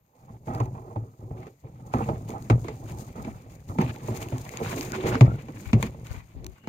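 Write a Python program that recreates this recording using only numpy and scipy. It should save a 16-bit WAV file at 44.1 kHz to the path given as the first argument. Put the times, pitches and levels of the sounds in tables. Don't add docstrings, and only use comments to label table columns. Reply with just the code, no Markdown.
import sys
import numpy as np
from scipy import signal
from scipy.fft import rfft, irfft
from scipy.io import wavfile
from scipy.ndimage import map_coordinates

SR = 44100
rng = np.random.default_rng(int(sys.argv[2]) if len(sys.argv) > 2 else 0)


def master(y):
    cut = np.clip(np.atleast_2d(y).T, -1, 1)
    pcm = np.round(cut * 32767)
    wavfile.write(sys.argv[1], SR, pcm.astype(np.int16))


N = 294672



def from_db(db):
    return 10 ** (np.asarray(db) / 20)


def rms_one(x):
    return x / np.sqrt(np.mean(x ** 2) + 1e-20)


def in_time(rows):
    t_s, *columns = np.transpose(rows)
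    return [np.interp(np.arange(N) / SR, t_s, column) for column in columns]


def band(x, low_hz, high_hz, order=2):
    edges_hz = [low_hz, min(high_hz, 0.45 * SR)]
    return signal.sosfilt(signal.butter(order, edges_hz, "band", fs=SR, output="sos"), x)


def drift(rate_hz):
    step, settle = 40, 2000
    r = np.exp(-2 * np.pi * rate_hz * step / SR)
    noise = rng.standard_normal(N // step + settle + 2)
    slow = signal.lfilter([1], [1, -2 * r, r * r], noise)[settle:]
    return np.interp(np.arange(N) / step, np.arange(len(slow)), rms_one(slow))


def ring(clicks, f_hz, t60_s):
    r = from_db(-60 / (t60_s * SR))
    w = 2 * np.pi * f_hz / SR
    return signal.lfilter([0, np.sin(w)], [1, -2 * r * np.cos(w), r * r], clicks + 1e-18)


def grains(per_s, spread_db, channels=1):
    size_db = spread_db * np.minimum(rng.exponential(1, (channels, N)), 5)
    signs = rng.choice([-1, 1], (channels, N))
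    return from_db(size_db) * signs * (rng.random((channels, N)) < per_s / SR)


def wide(three, share):
    return np.sqrt(1 - share) * three[0] + np.sqrt(share) * three[1:]


def bursts(t_s, levels_db, t60_s):
    marks = np.zeros(N)
    marks[(np.array(t_s) * SR).astype(int)] = from_db(levels_db)
    return signal.lfilter([1], [1, -from_db(-60 / (t60_s * SR))], marks + 1e-18)


def strokes(rows, under_db, rise_db_per_s, fall_db_per_s):
    t = np.arange(0, N + 64, 64) / SR
    start_s, hold_s, *levels_db = np.transpose(rows)[:, :, None]
    rise_db = rise_db_per_s * (t - start_s)
    fall_db = fall_db_per_s * (start_s + hold_s - t)
    shape_db = np.minimum(0, np.minimum(rise_db, fall_db))
    curves_db = []
    for level_db, slow_db in zip(levels_db, under_db):
        power = np.sum(from_db(level_db + shape_db) ** 2, axis=0)
        power = np.interp(np.arange(N) / SR, t, power)
        curves_db.append(10 * np.log10(power + from_db(slow_db) ** 2))
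    return curves_db


# t/s, crack level/dB, boom level/dB, boom f/Hz, wall knock level/dB
BUMPS = [(0.472, -40, -29, 111.5, -30.5), (0.546, -39, -27, 116, -23), (0.601, -29.5, -14.5, 117.3, -17),
         (0.7495, -68, -32.5, 124, -39), (0.9592, -41, -18, 111.6, -23.5), (1.306, -64, -24, 106, -38),
         (1.937, -27.5, -22, 114, -10), (2.0875, -30, -29.5, 137, -19), (2.4995, -13, -6.5, 112.7, -5),
         (3.154, -60, -35.5, 111, -32), (3.69, -50, -25.5, 99, -36), (3.786, -26.5, -21.5, 151.6, -9),
         (3.812, -27, -38, 160, -19.5), (4.083, -33.5, -26, 122, -18), (4.323, -39, -20.5, 125, -21.5),
         (4.611, -52.5, -27.5, 154, -22), (5.036, -41, -33, 120, -25.5), (5.209, -9, 1.5, 124.6, -6.5),
         (5.484, -36, -35, 144, -30.5), (5.731, -14.5, -5, 116, -9), (6.673, -27.5, -29, 121, -23.5)]
BOOM_T60_S, BOOM_RISE_S, BOOM_LATE_S = 0.13, 0.018, 0.0017
BOOM_PARTNER_RATIO = 0.952


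def boom():
    out = np.zeros(N + SR)
    t = np.arange(SR // 2) / SR
    shape = (1 - np.exp(-t / BOOM_RISE_S)) * from_db(-60 * t / BOOM_T60_S)
    for t_s, _, boom_db, f_hz, _ in BUMPS:
        pair = np.sin(2 * np.pi * f_hz * t) + 0.5 * np.sin(2 * np.pi * f_hz * BOOM_PARTNER_RATIO * t)
        out[int((t_s + BOOM_LATE_S) * SR):][:len(t)] += from_db(boom_db + 7.0) * shape * pair
    return out[:N]


# t/s, rumble level/dB, wall scuff level/dB
ROLL = [(0.0, -57.5, -98), (0.15, -67, -64), (0.25, -43, -59.5), (0.44, -44.5, -104), (0.735, -40.5, -65),
        (1.05, -49.5, -58), (1.15, -102, -65.5), (1.3, -56, -60), (1.57, -63, -88), (1.76, -47, -58.5),
        (1.9, -37.5, -52.5), (2.24, -35, -52), (2.6, -38.5, -55), (3.56, -41.5, -59.5), (3.63, -44, -89),
        (3.95, -48, -44.5), (4.5, -43.5, -50), (4.97, -35, -41.5), (5.4, -48.5, -53), (6.0, -38, -62.5),
        (6.28, -48.5, -69), (6.58, -56, -81), (6.66, -48.5, -65)]
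# start t/s, hold/s, rumble level/dB, wall scuff level/dB
SHOVES = [(0.28, 0.044, -48, -51), (0.478, 0.13, -35.5, -37.5), (0.752, 0.16, -44, -49.5),
          (1.2, 0.059, -39, -58.5), (1.308, 0.15, -44, -49), (1.64, 0.038, -36.5, -54),
          (1.95, 0.056, -24, -38), (2.09, 0.042, -24, -41.5), (2.293, 0.055, -38.5, -40),
          (2.83, 0.24, -36, -48.5), (3.157, 0.12, -58, -42.5), (3.69, 0.1, -44, -47),
          (3.83, 0.05, -30, -37.5), (4.02, 0.24, -34.5, -45.5), (4.62, 0.18, -34, -45),
          (5.04, 0.11, -25, -32.5), (6.05, 0.1, -62, -67), (6.35, 0.12, -42, -54)]


def bin_motion_db():
    return strokes(SHOVES, in_time(ROLL), rise_db_per_s=1095, fall_db_per_s=262)


SHUDDER_DB, SHUDDER_T60_S = -9.5, 0.43


def rumble(rumble_db):
    t_s, _, boom_db, *_ = np.transpose(BUMPS)
    shake = from_db(rumble_db + 0.78 * drift(2.2))
    shake += bursts(t_s, boom_db + SHUDDER_DB, SHUDDER_T60_S)
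    jolts = rms_one(grains(400, 2.7, channels=3)) * shake
    air_modes = ring(jolts[0], 125.0, 0.088) + 1.71 * ring(jolts[0], 111.0, 0.099)
    ground = 2.53 * ring(wide(jolts, 0.081), 63.5, 0.05)
    return from_db(-32.5) * (air_modes + ground)


# t/s, crack level/dB, wall knock level/dB
TAPS = [(1.468, -39, -39), (2.2905, -56, -27.5), (2.6438, -36, -28.5), (2.6828, -24, -24.5),
        (3.18, -52.5, -31), (3.248, -31, -56), (4.212, -45, -38), (4.537, -34, -31.5), (4.6, -46, -26),
        (4.727, -53, -19.5), (5.827, -15.5, -18.5), (5.944, -59, -38), (6.138, -49, -39), (6.637, -49, -42)]


def blows():
    return np.transpose([(t_s, crack_db, knock_db) for t_s, crack_db, *_, knock_db in BUMPS + TAPS])


# f/Hz, level/dB, t60/s
WALLS = [(174.5, -10, 0.31), (217.3, 4, 0.083), (257.4, 1.5, 0.1246), (313.2, -3.5, 0.072),
         (372.6, -8.5, 0.16), (440, -2.5, 0.038), (674, -11, 0.031), (871, -2.5, 0.013), (1020, -5, 0.011),
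         (1264, -7, 0.015), (1370, -8, 0.0056)]
# t/s, tilt/(dB per octave)
TILT = [(3.2, 4), (5.4, -0.1)]
SCUFF_TILT_DB_PER_OCT = -2.5


def walls(scuff_db):
    t_s, _, knock_db = blows()
    push = from_db(scuff_db + 1.5 * drift(30))
    push += bursts(t_s, knock_db - 12.0, 0.082)
    scuff = rms_one(grains(2600, 2.33, channels=3)) * push
    out = from_db(-12.0) * band(wide(scuff, 0.37), 200, 600, order=1)
    uneven_db = rng.normal(0, 2.2, (len(t_s), len(WALLS)))
    tilt_db_per_oct = in_time(TILT)[0]
    for k, (f_hz, level_db, t60_s) in enumerate(WALLS):
        octaves = np.log2(f_hz / 400)
        contact_db = -29.0 + 4.46 * drift(16.3) + 3.35 * drift(2.73)
        delayed = np.pad(scuff[0], (rng.integers(0, 300), 0))[:N]
        clicks = from_db(contact_db + SCUFF_TILT_DB_PER_OCT * octaves) * delayed
        knocks = from_db(knock_db - 14.0 + uneven_db[:, k])
        clicks[(t_s * SR).astype(int)] += (-1) ** k * knocks
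        out += from_db(level_db + tilt_db_per_oct * octaves) * ring(clicks, f_hz, t60_s)
    return out


def cracks():
    t_s, crack_db, _ = blows()
    click = bursts(t_s, crack_db - 8.5, 0.0078)
    spray = bursts(t_s, crack_db - 7.5, 0.013) + bursts(t_s, crack_db - 9, 0.079)
    return band(click + rng.standard_normal((2, N)) * spray, 1200, 3040, order=1)


SQUEAK_S, SQUEAK_HOLD_S, SQUEAK_DB = 5.262, 0.05, -46
SQUEAK_LOW_HZ, SQUEAK_HIGH_HZ, SQUEAK_HZ_PER_S = 1230, 1430, 3200


def squeak():
    t = np.arange(N) / SR - SQUEAK_S
    level_db, = strokes([(SQUEAK_S, SQUEAK_HOLD_S, SQUEAK_DB)], [-200], 1200, 330)
    f_hz = np.clip(SQUEAK_LOW_HZ + SQUEAK_HZ_PER_S * t, SQUEAK_LOW_HZ, SQUEAK_HIGH_HZ)
    phase = 2 * np.pi * np.cumsum(f_hz * (1 + 0.04 * drift(120))) / SR
    return from_db(level_db + 5.5 * drift(50)) * np.sin(phase) * [[1.0], [0.3]]


# t/s, mulch level/dB, needles level/dB
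STIR = [(0.0, -87, -84), (0.67, -82, -70), (1.77, -72.5, -73.5), (2.1, -68, -63.5), (2.86, -62, -60.5),
        (3.64, -67.5, -69), (4.04, -56.5, -56.5), (4.93, -49, -52), (5.12, -41, -53.5), (5.28, -54.5, -63),
        (5.53, -59, -64.5), (5.73, -55.5, -58), (5.86, -62, -65.5), (6.68, -67, -74)]
# start t/s, hold/s, mulch level/dB, needles level/dB
CRUNCHES = [(0.155, 0.22, -74.5, -72.5), (0.46, 0.19, -65, -62.5), (1.37, 0.11, -63, -72),
            (1.865, 0.0069, -67, -60.5), (1.93, 0.14, -52.5, -56), (2.09, 0.074, -63, -64),
            (2.28, 0.052, -55, -58.5), (2.64, 0.088, -55.5, -80), (2.88, 0.04, -51.5, -54.5),
            (2.975, 0.036, -74, -50.5), (3.07, 0.0056, -58.5, -58), (3.16, 0.15, -58.5, -63),
            (3.5, 0.059, -60.5, -60), (3.685, 0.17, -73, -60), (3.785, 0.11, -45, -55.5),
            (4.06, 0.029, -67, -55.5), (4.15, 0.027, -51, -49), (4.212, 0.017, -42.5, -50),
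            (4.635, 0.15, -43.5, -49.5), (4.77, 0.092, -48.5, -49), (4.94, 0.015, -40.5, -46),
            (5.068, 0.031, -34.5, -40), (5.12, 0.033, -40, -57), (5.55, 0.14, -54, -58),
            (5.81, 0.057, -48, -50.5), (6.05, 0.14, -55.5, -57.5)]


def litter_db():
    return strokes(CRUNCHES, in_time(STIR), rise_db_per_s=1207, fall_db_per_s=498)


def mulch(mulch_db):
    breaks = grains(1400 * from_db(7 * drift(23)), 4.0, channels=2)
    dealt = rng.integers(0, 10, (2, N))
    chips = np.zeros((2, N))
    for k, f_hz in enumerate(np.geomspace(1500, 5200, 10)):
        level_db = -3.0 * np.log2(f_hz / 900) + 4.0 * drift(5.0)
        chips += from_db(level_db) * ring(breaks * (dealt == k), f_hz, 16.0 / f_hz)
    chips = rms_one(chips[0] + 0.9 * chips[1] * [[1], [-1]])
    swish = rms_one(band(wide(rng.standard_normal((3, N)), 0.45), 730, 3750))
    swish = swish * from_db(1.25 * drift(5.8))
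    return from_db(mulch_db + 3.0 + 2.65 * drift(20)) * (0.39 * chips + 0.36 * swish)


def needles(needle_db):
    breaks = rms_one(grains(600 * from_db(7 * drift(30)), 5.0, channels=2))
    mix = 0.45 * breaks + 0.56 * rng.standard_normal((2, N))
    return from_db(9.5) * band(mix * from_db(needle_db + 2.0 * drift(21)), 4300, 21000, order=3)


# t/s, level/dB
SNAPS = [(0.549, -39), (0.604, -45), (0.657, -48), (1.9386, -38), (2.3042, -39), (2.424, -44.5),
         (3.689, -49.5), (3.816, -33.5), (3.961, -44), (4.035, -50), (4.149, -41), (4.167, -39),
         (4.228, -35.5), (4.286, -38.5), (4.382, -37.5), (4.452, -42), (4.492, -34.5), (4.572, -30),
         (4.635, -51), (4.785, -39), (4.81, -28), (4.92, -31), (5.07, -39), (5.8271, -24.5), (6.069, -41),
         (6.4446, -41.5), (6.4654, -33)]


def snaps():
    out = np.zeros(N + SR)
    t = np.arange(400) / SR
    fade = np.exp(-t / 0.0011)
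    for t_s, level_db in SNAPS:
        f_hz = 2000 * 2 ** rng.uniform(0, 1.83)
        snap = rng.standard_normal(len(t)) + 0.6 * np.sin(2 * np.pi * f_hz * t)
        out[int(t_s * SR):][:len(t)] += from_db(level_db + 8) * snap * fade
    return band(out[:N], 2850, 18000, order=1)


# start t/s, hold/s, level/dB
GUSTS = [(3.2, 0.17, -34.5), (5.675, 0.0042, -21), (6.11, 0.085, -26), (6.35, 0.14, -31)]


def gusts():
    level_db, = strokes(GUSTS, [-200], 700, 350)
    puff = rms_one(band(rng.standard_normal(N), 45, 63.6))
    return from_db(level_db + 3.4 * drift(49)) * puff * [[1], [0]]


# t/s, level/dB
WHISTLE = [(6.4, -100), (6.52, -74), (6.68, -57)]
# centre f/Hz, width/Hz, level/dB
WHISTLE_BANDS = [(2860, 170, -7), (7760, 350, -17)]


def whistle():
    tones = np.zeros((2, N))
    for f_hz, width_hz, level_db in WHISTLE_BANDS:
        noise = band(rng.standard_normal((2, N)), f_hz - width_hz / 2, f_hz + width_hz / 2)
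        tones += from_db(level_db) * rms_one(noise)
    return from_db(in_time(WHISTLE)[0]) * tones


# f/Hz, relative density level/dB
AIR = [(18, -41), (30, -8), (138, -25), (189, -15), (10500, -38.5), (12500, -11.5), (15600, -20)]
AIR_RMS_DB = -70.5


def air():
    f_hz = np.fft.rfftfreq(N, 1 / SR) + 1
    point_hz, point_db = np.transpose(AIR)
    colour = from_db(np.interp(np.log(f_hz), np.log(point_hz), point_db))
    noise = wide(rng.standard_normal((3, N)), 0.59)
    return from_db(AIR_RMS_DB) * rms_one(irfft(rfft(noise) * colour, N))


def scene():
    rumble_db, scuff_db = bin_motion_db()
    mulch_db, needle_db = litter_db()
    wheeled_bin = boom() + rumble(rumble_db) + walls(scuff_db) + cracks() + squeak()
    litter = mulch(mulch_db) + needles(needle_db) + snaps()
    return wheeled_bin + litter + gusts() + whistle() + air()


# f/Hz, left level/dB, right level/dB
PORTS = [(29, -19, -18), (95, -2, -3.5), (321, 0.5, 2), (554, 7.5, 12), (1092, 2.5, 12), (1574, 0, -1),
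         (2300, 9.5, -2.5), (3220, -0.5, -3.5), (4280, 0, -4), (5910, -4, -6.5), (6170, 4.5, -17),
         (6950, 7.5, -16), (7270, -6, -1.5), (9200, -1, -15.5), (11230, -16, -23), (12030, -2.5, -8),
         (15500, -5, -13)]


def port(column, size=4096):
    f_hz = np.fft.rfftfreq(size, 1 / SR)
    table = np.array(PORTS)
    level_db = np.interp(np.log(f_hz + 1), np.log(table[:, 0]), table[:, column])
    cepstrum = irfft(np.log(from_db(level_db)), size)
    cepstrum[1:size // 2] *= 2
    cepstrum[size // 2 + 1:] = 0
    return irfft(np.exp(rfft(cepstrum)), size)[:size // 2]


RIGHT_LAG_S = 0.00028
CEILING, STOP_HZ = 0.8, 16900


def record(dry):
    late = map_coordinates(dry[1], [np.arange(N) - RIGHT_LAG_S * SR], order=3, mode="nearest")
    responses = [port(column=1), port(column=2)]
    heard = signal.fftconvolve([dry[0], late], responses, axes=1)[:, :N]
    rounded = CEILING * np.tanh(heard / CEILING)
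    return signal.sosfilt(signal.cheby2(12, 70, STOP_HZ, fs=SR, output="sos"), rounded)


dry = scene()
out = record(dry)
master(out)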